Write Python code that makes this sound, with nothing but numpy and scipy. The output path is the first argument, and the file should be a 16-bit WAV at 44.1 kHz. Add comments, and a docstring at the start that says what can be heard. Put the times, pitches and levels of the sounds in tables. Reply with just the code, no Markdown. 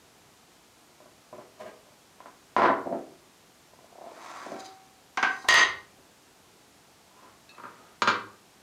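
"""At a wooden bench in a small workshop, over a steady hiss, a screwdriver levers at the lid of a tin of wax.
It is put down with a clack. The lid creaks, scrapes free with a hum, is lowered on its edge and clatters flat.
Last, a knife slides on the wood, touches the tin with its tip and knocks down beside it.
One microphone stands close; a farther, roomier one is mixed in a little late, so every knock sounds twice.
A limiter holds the peaks."""
import sys
import numpy as np
from scipy import signal
from scipy.fft import rfft, irfft
from scipy.io import wavfile
from scipy.ndimage import uniform_filter1d, minimum_filter1d

SR = 44100
rng = np.random.default_rng(int(sys.argv[2]) if len(sys.argv) > 2 else 0)


def pcm_store(signal):
    """Save signal as 16-bit PCM."""
    levels = np.round(np.clip(np.atleast_2d(signal), -1, 1) * 32767)
    wavfile.write(sys.argv[1], SR, levels.astype(np.int16).T)


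N = 380141
TIME = np.arange(N) / SR
RING_TIME = TIME[:SR]

# Knocks at the bench. Each row: start in seconds, level in dB, contact cut-off in Hz (lower is softer).
LEVER_CATCHES = [(1.002, -53.5, 1300), (1.327, -41, 940), (1.609, -44.5, 7000), (1.865, -58, 900)]   # the screwdriver catches under the rim of the held tin
DRIVER_LANDING = [(2.204, -48, 14000), (2.565, -13.5, 11900), (2.597, -24, 2500), (2.646, -25.5, 1520)]   # it is put down
BENCH_BUMPS = [(2.859, -34.5, 604), (2.871, -31, 2500), (4.464, -39, 4000), (5.93, -59, 596)]   # handle and tin bump the wood
SHORT_CLICKS = [(3.735, -56, 2500), (3.789, -54.5, 2500), (4.063, -47.5, 2500), (4.120, -49.5, 4000)]   # short clicks around the lid's creak, the last two like its echo
CREAK_START = [(3.926, -57.5, 1500)]   # the first slip of the creak
RIM_TICKS = [(4.463, -59.5, 12000), (4.590, -58, 7000), (5.173, -45.5, 8000), (5.425, -58, 6000)]   # the held lid ticks against tin, wood and fingernails
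LID_PLUCK = [(4.53, -48, 2500)]   # it springs free
EDGE_KNOCKS = [(5.173, -24.5, 6000), (5.443, -32.5, 895)]   # its edge meets the bench, still in the fingers
LID_TOUCHES = [(5.484, -34, 3900), (5.626, -42, 6000)]   # it touches lightly as it tips and as it settles
LID_SLAP = [(5.4865, -27, 15000)]   # its face slaps the wood
LID_FALL = [(5.487, -15.5, 10100)]   # it lands loose and starts to rock
BLADE_TOUCH = [(7.492, -52.5, 12000)]   # the knife tip meets the tin
KNIFE_KNOCKS = [(7.582, -44.5, 1530), (7.598, -43, 1400), (8.020, -21.5, 12000), (8.030, -35, 12000)]   # the knife handle meets the bench

# Rubbing strokes. Each row: start in seconds, end in seconds, level in dB.
LEVER_GRIND = [(1.335, 1.36, -52.5), (1.603, 1.62, -42.5)]   # screwdriver under the rim
LID_RUB = [(4.26, 4.57, -49)]   # lid leaving its seat
RIM_GRAZE = [(4.597, 4.607, -44.5)]   # rim brushing the tin
EDGE_DRAG = [(5.24, 5.48, -62)]   # lid edge on the wood
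KNIFE_SLIDE = [(7.17, 7.22, -63), (7.52, 7.85, -64)]   # knife on the wood

# Gliding resonances. Each row: time in seconds, pitch in Hz.
TIN_AIR = [(4.06, 680), (4.26, 1122)]   # the air in the tin, rising as the gap under the lid widens
BLADE_TONE = [(7.15, 950), (7.3, 1130), (7.75, 1255)]   # the sliding blade

# The dense, dull part of each knock or rub, heard close. Each row: frequency in Hz, relative level in dB.
TIN_COLOUR = [(90, -16.5), (180, -17), (380, -5.5), (450, -8), (660, 1), (790, -13), (1000, -9.5),
              (1700, -19.5), (2300, -19.5), (3300, -29), (8000, -35)]
DRIVER_COLOUR = [(70, -45), (108, -20), (150, -29.5), (210, -14.5), (310, -10.5), (720, -8), (1000, -3),
                 (1200, -11), (1430, -10.5), (1700, -16), (2050, -19.5), (2450, -27), (4000, -33.5),
                 (13000, -59.5)]
BENCH_COLOUR = [(41, -25), (70, -44), (220, -7.5), (268, -10.5), (321, -3), (445, -12), (659, -5),
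                (789, -13.5), (976, -17), (1110, -27.5), (2010, -35.5), (3500, -48), (4550, -86),
                (7700, -120)]
CREAK_COLOUR = [(120, -59), (200, -12), (442, -5), (506, -1), (542, -6), (665, 4), (815, -8), (1020, -7),
                (1130, -28), (1570, -24), (3000, -39), (3900, -76), (6600, -120)]
LID_RUB_COLOUR = [(110, -49), (180, -28), (349, -9), (396, -20), (754, -7), (918, -5.5), (1100, -5.5),
                  (2060, -16.5), (2330, -15.5), (2840, -25), (3270, -22), (7330, -24.5), (13000, -44)]
RIM_COLOUR = [(1530, -30), (2600, -29), (3540, -21), (3950, -8), (5790, -10), (6370, -11), (10300, -19),
              (13000, -29)]
HELD_LID_COLOUR = [(47, -52), (80, -41), (267, -15), (613, -20), (763, -4), (870, -8.5), (1210, -4),
                   (1410, -9.5), (1570, 2.5), (1720, -15), (2180, -11), (4210, -27.5), (6250, -27),
                   (15000, -97)]
SLAP_COLOUR = [(45, -6), (100, -5), (300, -8), (1500, -2), (6000, 0), (9000, -6), (15500, -16)]
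FREE_LID_COLOUR = [(41, -66), (70, -34), (250, -26.5), (377, -16), (454, -21), (1030, -11), (1660, -18),
                   (1870, -11), (2550, -16.5), (2890, -14.5), (4350, -21), (4820, -16), (5570, -30),
                   (6430, -23), (9500, -45), (12400, -114), (20900, -120)]
KNIFE_SLIDE_COLOUR = [(300, 3.5), (600, 1), (950, 5.5), (1290, -5), (1550, -8), (2600, -12), (4000, -20)]
KNIFE_COLOUR = [(41, -36), (70, -53), (108, -13), (150, -32.5), (223, -14.5), (361, -9.5), (469, -11.5),
                (512, -8), (726, -17.5), (810, -10.5), (1250, -3.5), (1980, -16), (4260, -18),
                (6600, -31.5), (13000, -52)]

# The ringing modes of each object. Each row: frequency in Hz, relative level in dB,
# seconds to fall 60 dB before any extra damping.
TIN_MODES = [(326, -47, 0.035), (603, -18, 0.056), (649, 8, 0.14), (1040, 14, 0.089)]
DRIVER_MODES = [(457, -8.5, 0.2), (675, -9, 0.3), (814, -10, 0.23), (959, 1, 0.1), (1040, -5.5, 0.22),
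                (1493, -11, 0.11)]
BENCH_MODES = [(335, -9, 0.049), (378, 5, 0.56), (674, 3, 0.35)]
RIM_MODES = [(2272, -6, .12), (3203, -9, .15), (3887, -4, .22), (4420, -10, .12), (4770, -3, .25),
             (4920, -6, .2), (5319, -8, .1), (6145, -1, .25), (6230, 0, .25), (6665, -5, .22),
             (7095, -9, .1), (10100, -11, .04)]
LID_HUM_MODES = [(764, 0, .85), (1593, -7, .3)]
HELD_LID_MODES = [(764, -21, .3), (1050, -8, .12), (1215, -8, .12), (1590, 1, .14), (1879, -27, .7),
                  (2180, -15, .12), (2895, -22, .2)]
FREE_LID_MODES = [(820, -6, .12), (1020, -3, .15), (1230, -8, .15), (1475, -7, .15), (1879, 10, .23),
                  (2068, -2, .15), (2138, 2, .18), (2240, -7, .15), (2890, -7, .22), (3165, -8, .15),
                  (3315, -7, .15), (3765, -8, .15), (3845, -5, .16), (4685, -9, .15), (4780, -3, .18),
                  (4915, -11, .18), (6200, -1, .18), (6240, -3, .16), (6660, -9, .15), (8180, -12, .12),
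                  (9040, -20, .12), (11165, -24, .1)]
BLADE_MODES = [(1680, -2, .08), (2520, -2, .1), (2645, 1, .2), (3680, -4, .06), (3876, 1, .07),
               (4280, 2, .06), (5717, -9, .06)]
KNIFE_MODES = [(211, -7, 0.24), (955, 5.5, 0.41), (1228, 10, 0.16), (1397, 3, 0.26), (1596, 7.5, 0.2),
               (2354, 2, 0.28), (3600, -28, 0.088), (4010, -1, 0.2), (4230, 3, 0.04), (6530, -1, 0.093),
               (6940, -7, 0.26)]

# The tone of the place and the pickup. Each row: frequency in Hz, relative level in dB.
ROOM_HISS = [(15, -66), (25, -30.5), (49, -7.5), (87, -3.5), (123, -2), (317, -1), (354, -1.5), (607, -5),
             (659, -2), (863, -4), (1230, -6.5), (1740, -9.5), (6920, -13), (14400, -22.5), (16000, -34.5)]   # the workshop's steady background
WALL_TONE = [(30, 0), (5000, 0), (9000, -4), (16000, -8)]   # the walls soak up the top of the reflections
FAR_MIC_TONE = [(50, -3), (300, 1.5), (700, -2), (1600, 1.5), (4000, -1.5), (8000, -4.5), (16000, -1)]   # the far microphone is thin in the bass
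# The workshop's reverberation. Each row: frequency in Hz, seconds to fall 60 dB.
ROOM_T60 = [(100, 0.84), (300, 0.44), (700, 0.45), (1800, 0.34), (5000, 0.32), (12000, 0.16)]

HISS_DB, FAR_MIC_LAG_S, CUTOFF_HZ = -58, .0548, 15800


def from_db(db):
    """Decibels to gain."""
    return np.exp(np.asarray(db) * np.log(10) / 20)


def unit_energy(x):
    """Scale to a total energy of one."""
    return x / np.sqrt(np.sum(x ** 2) + 1e-20)


def unit_rms(x):
    """Scale to a mean power of one."""
    return unit_energy(x) * np.sqrt(len(x))


def at_hz(points, hz):
    """Read a table on a log-frequency axis."""
    freqs, values = np.transpose(points)
    return np.interp(np.log(np.maximum(hz, 1)), np.log(freqs), values)


def dying(t60):
    """An envelope that falls 60 dB in t60 seconds."""
    return from_db(np.maximum(-60 * RING_TIME / max(t60, 1e-3), -300))


def convolve(x, response):
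    """Play x through an impulse response."""
    return signal.oaconvolve(x, response)[:len(x)]


def minimum_phase(db):
    """Impulse response of the causal filter with these gains on an even frequency grid."""
    cepstrum = irfft(np.log(from_db(db)))
    half = len(cepstrum) // 2
    cepstrum[1:half] *= 2
    cepstrum[half + 1:] = 0
    return irfft(np.exp(rfft(cepstrum)))


def coloured(x, spectrum, size=8192):
    """Filter x with a spectrum table, falling 12 dB an octave beyond its ends."""
    hz = np.maximum(np.arange(size // 2 + 1) * SR / size, 10)
    octaves_outside = np.abs(np.log2(hz / np.clip(hz, spectrum[0][0], spectrum[-1][0])))
    return convolve(x, minimum_phase(at_hz(spectrum, hz) - 12 * octaves_outside))


def evened(response, span_hz):
    """Give a one-second response equal energy in every stretch of span_hz; finer ripple stays."""
    power = uniform_filter1d(np.abs(rfft(response)) ** 2, size=span_hz)
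    return unit_energy(convolve(response, minimum_phase(-10 * np.log10(power + 1e-12))))


def body(colour, modes, thud_t60, crack_db, ring_db, sustain=1):
    """An object's answer to one tap: a crack, a dense thud and clear modes, damped by a sustain below 1."""
    thud = unit_energy(rng.standard_normal(SR) * dying(thud_t60))
    thud[0] += from_db(crack_db)
    thud = unit_energy(coloured(evened(thud, span_hz=61), colour))
    ring = sum((-1) ** k * from_db(db) * np.sin(2 * np.pi * hz * RING_TIME) * dying(t60 * sustain)
               for k, (hz, db, t60) in enumerate(modes))
    return unit_energy(thud + from_db(ring_db) * unit_energy(ring))


def taps(rows, size=512):
    """One force pulse a row, wider for a softer contact."""
    force = np.zeros(N)
    for start, db, cut_hz in rows:
        softness = signal.butter(2, min(cut_hz, .45 * SR), fs=SR)
        at = round(start * SR)
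        force[at:at + size] += from_db(db) * signal.lfilter(*softness, signal.unit_impulse(size))
    return force * np.sqrt(.02 * SR)


def repeated(rows, gap_s, step_db, shrink=1, count=2):
    """Each contact starts a run: every repeat changes by step_db, and each gap is the last times shrink."""
    delays = np.cumsum([0, *(gap_s * shrink ** np.arange(count - 1))])
    return [(start + delay, db + k * step_db, cut_hz)
            for start, db, cut_hz in rows for k, delay in enumerate(delays)]


def strokes(rows, attack_s, sag_db_per_s, release_s):
    """Gain of rubbing strokes: each swells 60 dB up to its start, sags, and dies after its end."""
    gain = 0
    for start, end, db in rows:
        outside = np.maximum(start - TIME, 0) / attack_s + np.maximum(TIME - end, 0) / release_s
        sag_db = sag_db_per_s * np.clip(TIME - start, 0, end - start)
        gain = gain + from_db(db - sag_db - 60 * np.minimum(outside, 2))
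    return gain


def friction(stroke, per_s, spread_db):
    """Many tiny slips of uneven size under the gain of a stroke."""
    sizes = from_db(spread_db * np.minimum(rng.exponential(1, N), 4))
    signs = rng.choice([-1, 1], N)
    slipping = rng.random(N) < per_s / SR
    return stroke * unit_rms(sizes * signs * slipping)


def gliding_resonance(x, pitch, width_hz):
    """A resonance whose centre follows a pitch table; gain one at its top."""
    centre_hz = np.interp(TIME, *np.transpose(pitch))
    turn = np.exp(2j * np.pi * np.cumsum(centre_hz) / SR)
    pole = np.exp(-np.pi * width_hz / SR)
    return 2 * np.real(turn * signal.lfilter([1 - pole], [1, -pole], x / turn))


def prising():
    """The screwdriver grinds under the rim and catches in pairs; the hand keeps the tin's knocks short."""
    catches = taps(repeated(LEVER_CATCHES, gap_s=.008, step_db=-7))
    stroke = strokes(LEVER_GRIND, attack_s=.08, sag_db_per_s=60, release_s=.067)
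    grind = friction(stroke, per_s=430, spread_db=2.5)
    tin = body(TIN_COLOUR, TIN_MODES, thud_t60=.11, crack_db=-15, ring_db=-12.5)
    return convolve(catches + grind, tin)


def screwdriver_and_bench():
    """The heavy handle clacks down and bounces; softer bumps wake the bench top and rock back once."""
    handle = body(DRIVER_COLOUR, DRIVER_MODES, thud_t60=.061, crack_db=-10, ring_db=-5.5, sustain=.86)
    bench = body(BENCH_COLOUR, BENCH_MODES, thud_t60=.13, crack_db=-4, ring_db=-7)
    bumps = taps(repeated(BENCH_BUMPS, gap_s=.034, step_db=-13.5))
    return convolve(taps(DRIVER_LANDING), handle) + convolve(bumps, bench)


def lid_creak():
    """Amid short clicks the lid creaks in even slips, harder as the pull grows, sounding the air inside."""
    creak = taps(repeated(CREAK_START, gap_s=.03, step_db=3.5, count=4))
    tin = body(CREAK_COLOUR, TIN_MODES, thud_t60=.015, crack_db=4, ring_db=-15, sustain=.42)
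    hollow = gliding_resonance(creak, TIN_AIR, width_hz=22)
    return convolve(taps(SHORT_CLICKS) + creak, tin) + from_db(30.5) * hollow


def lid_lifted():
    """The lid scrapes the rim, sounding the air under it, springs free with a hum and grazes the tin."""
    pull = strokes(LID_RUB, attack_s=.82, sag_db_per_s=26.5, release_s=.61)
    slips = friction(pull, per_s=700, spread_db=2)
    seated_lid = body(LID_RUB_COLOUR, RIM_MODES, thud_t60=.013, crack_db=8.5, ring_db=-17, sustain=.28)
    scrape = from_db(2) * convolve(slips, seated_lid)
    hollow = from_db(14) * gliding_resonance(slips, TIN_AIR, width_hz=36)
    sprung_lid = body(LID_RUB_COLOUR, LID_HUM_MODES, thud_t60=.03, crack_db=-3, ring_db=12)
    hum = convolve(taps(LID_PLUCK), sprung_lid)
    brush = strokes(RIM_GRAZE, attack_s=.031, sag_db_per_s=14, release_s=.013)
    graze = friction(brush, per_s=1500, spread_db=3)
    rim = body(RIM_COLOUR, RIM_MODES, thud_t60=.011, crack_db=-8, ring_db=5, sustain=.13)
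    return scrape + hollow + hum + convolve(graze, rim)


def lid_lowered():
    """Still in the fingers, the lid ticks at its rim; one edge lands and drags on the wood."""
    ticked_rim = body(RIM_COLOUR, RIM_MODES, thud_t60=.025, crack_db=-25, ring_db=-2)
    ticks = convolve(taps(RIM_TICKS), ticked_rim)
    stroke = strokes(EDGE_DRAG, attack_s=.04, sag_db_per_s=17, release_s=.024)
    drag = friction(stroke, per_s=670, spread_db=2)
    dragged_rim = body(RIM_COLOUR, RIM_MODES, thud_t60=.026, crack_db=-12, ring_db=-.5)
    held_lid = body(HELD_LID_COLOUR, HELD_LID_MODES, thud_t60=.074, crack_db=-14, ring_db=-3.5)
    return ticks + convolve(drag, dragged_rim) + convolve(taps(EDGE_KNOCKS), held_lid)


def lid_dropped():
    """Let go, the lid slaps flat and rings freely, rocking ever faster and weaker."""
    face = body(SLAP_COLOUR, RIM_MODES, thud_t60=.016, crack_db=-20, ring_db=-5, sustain=.4)
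    rocking = taps(repeated(LID_FALL, gap_s=.0195, step_db=-4, shrink=.9, count=7))
    free_lid = body(FREE_LID_COLOUR, FREE_LID_MODES, thud_t60=.05, crack_db=-12.5, ring_db=2.5)
    return convolve(taps(LID_SLAP), face) + convolve(rocking + taps(LID_TOUCHES), free_lid)


def knife():
    """The knife slides on the wood with a faint tone, and its handle knocks down."""
    handle = body(KNIFE_COLOUR, KNIFE_MODES, thud_t60=.058, crack_db=-6, ring_db=-3.5, sustain=.45)
    push = strokes(KNIFE_SLIDE, attack_s=.33, sag_db_per_s=5, release_s=.25)
    slips = friction(push, per_s=960, spread_db=1.5)
    slide = from_db(10) * coloured(slips, KNIFE_SLIDE_COLOUR)
    tone = from_db(22) * gliding_resonance(slips, BLADE_TONE, width_hz=52)
    return slide + tone + convolve(taps(KNIFE_KNOCKS), handle)


def blade_ping():
    """The tip of the blade touches the tin and rings briefly."""
    blade = body(RIM_COLOUR, BLADE_MODES, thud_t60=.02, crack_db=-12, ring_db=13)
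    return convolve(taps(BLADE_TOUCH), blade)


def workshop(build_s, octaves=9, lowest_hz=62.5):
    """Diffuse reflections at one microphone: they build up, then every octave dies at its own rate."""
    white = rfft(rng.standard_normal(SR))
    octave = np.log2(np.maximum(np.arange(len(white)), 1) / lowest_hz)
    tail = 0
    for k in range(octaves):
        share = np.maximum(1 - np.abs(np.clip(octave, 0, octaves - 1) - k), 0)
        tail = tail + irfft(white * share, SR) * dying(at_hz(ROOM_T60, lowest_hz * 2 ** k))
    building = 1 - np.exp(-RING_TIME / build_s)
    return coloured(evened(tail * building, span_hz=121), WALL_TONE)


def microphones(sources, near_room_db, far_direct_db, far_room_db):
    """A close microphone plus a late, roomier one; each source is (sound, dB toward the far one)."""
    near = sum(sound for sound, _ in sources)
    far = coloured(sum(from_db(reach_db) * sound for sound, reach_db in sources), FAR_MIC_TONE)
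    near = near + from_db(near_room_db) * convolve(near, workshop(build_s=.0014))
    far = from_db(far_direct_db) * far + from_db(far_room_db) * convolve(far, workshop(build_s=.0011))
    return near + np.pad(far, (round(FAR_MIC_LAG_S * SR), 0))[:N]


def scene():
    """The bench from two distances, in mono over hiss; hands shield some sounds from the far microphone."""
    sources = [(prising(), -4), (screwdriver_and_bench(), .1), (lid_creak(), -4), (lid_lifted(), -1.5),
               (lid_lowered(), 2.5), (lid_dropped(), 2.5), (knife(), 1.5), (blade_ping(), -9)]
    hiss = from_db(HISS_DB) * unit_rms(coloured(rng.standard_normal(N), ROOM_HISS))
    return (microphones(sources, near_room_db=-4, far_direct_db=2, far_room_db=2) + hiss)[None]


def record(dry):
    """A fast limiter on the microphone mix ducks the loudest peaks and recovers; the top is cut."""
    ceiling, recovery_db_per_s = .35, 400
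    over_db = 20 * np.log10(np.maximum(np.abs(dry[0]) / ceiling, 1))
    recovery_db = recovery_db_per_s * TIME
    held_db = np.maximum.accumulate(over_db + recovery_db) - recovery_db
    gain = uniform_filter1d(minimum_filter1d(from_db(-held_db), size=89), size=89)   # eased over 2 ms
    low_pass = signal.ellip(10, .1, 80, CUTOFF_HZ, fs=SR, output="sos")
    return signal.sosfilt(low_pass, dry * gain)


dry = scene()
out = record(dry)
pcm_store(out)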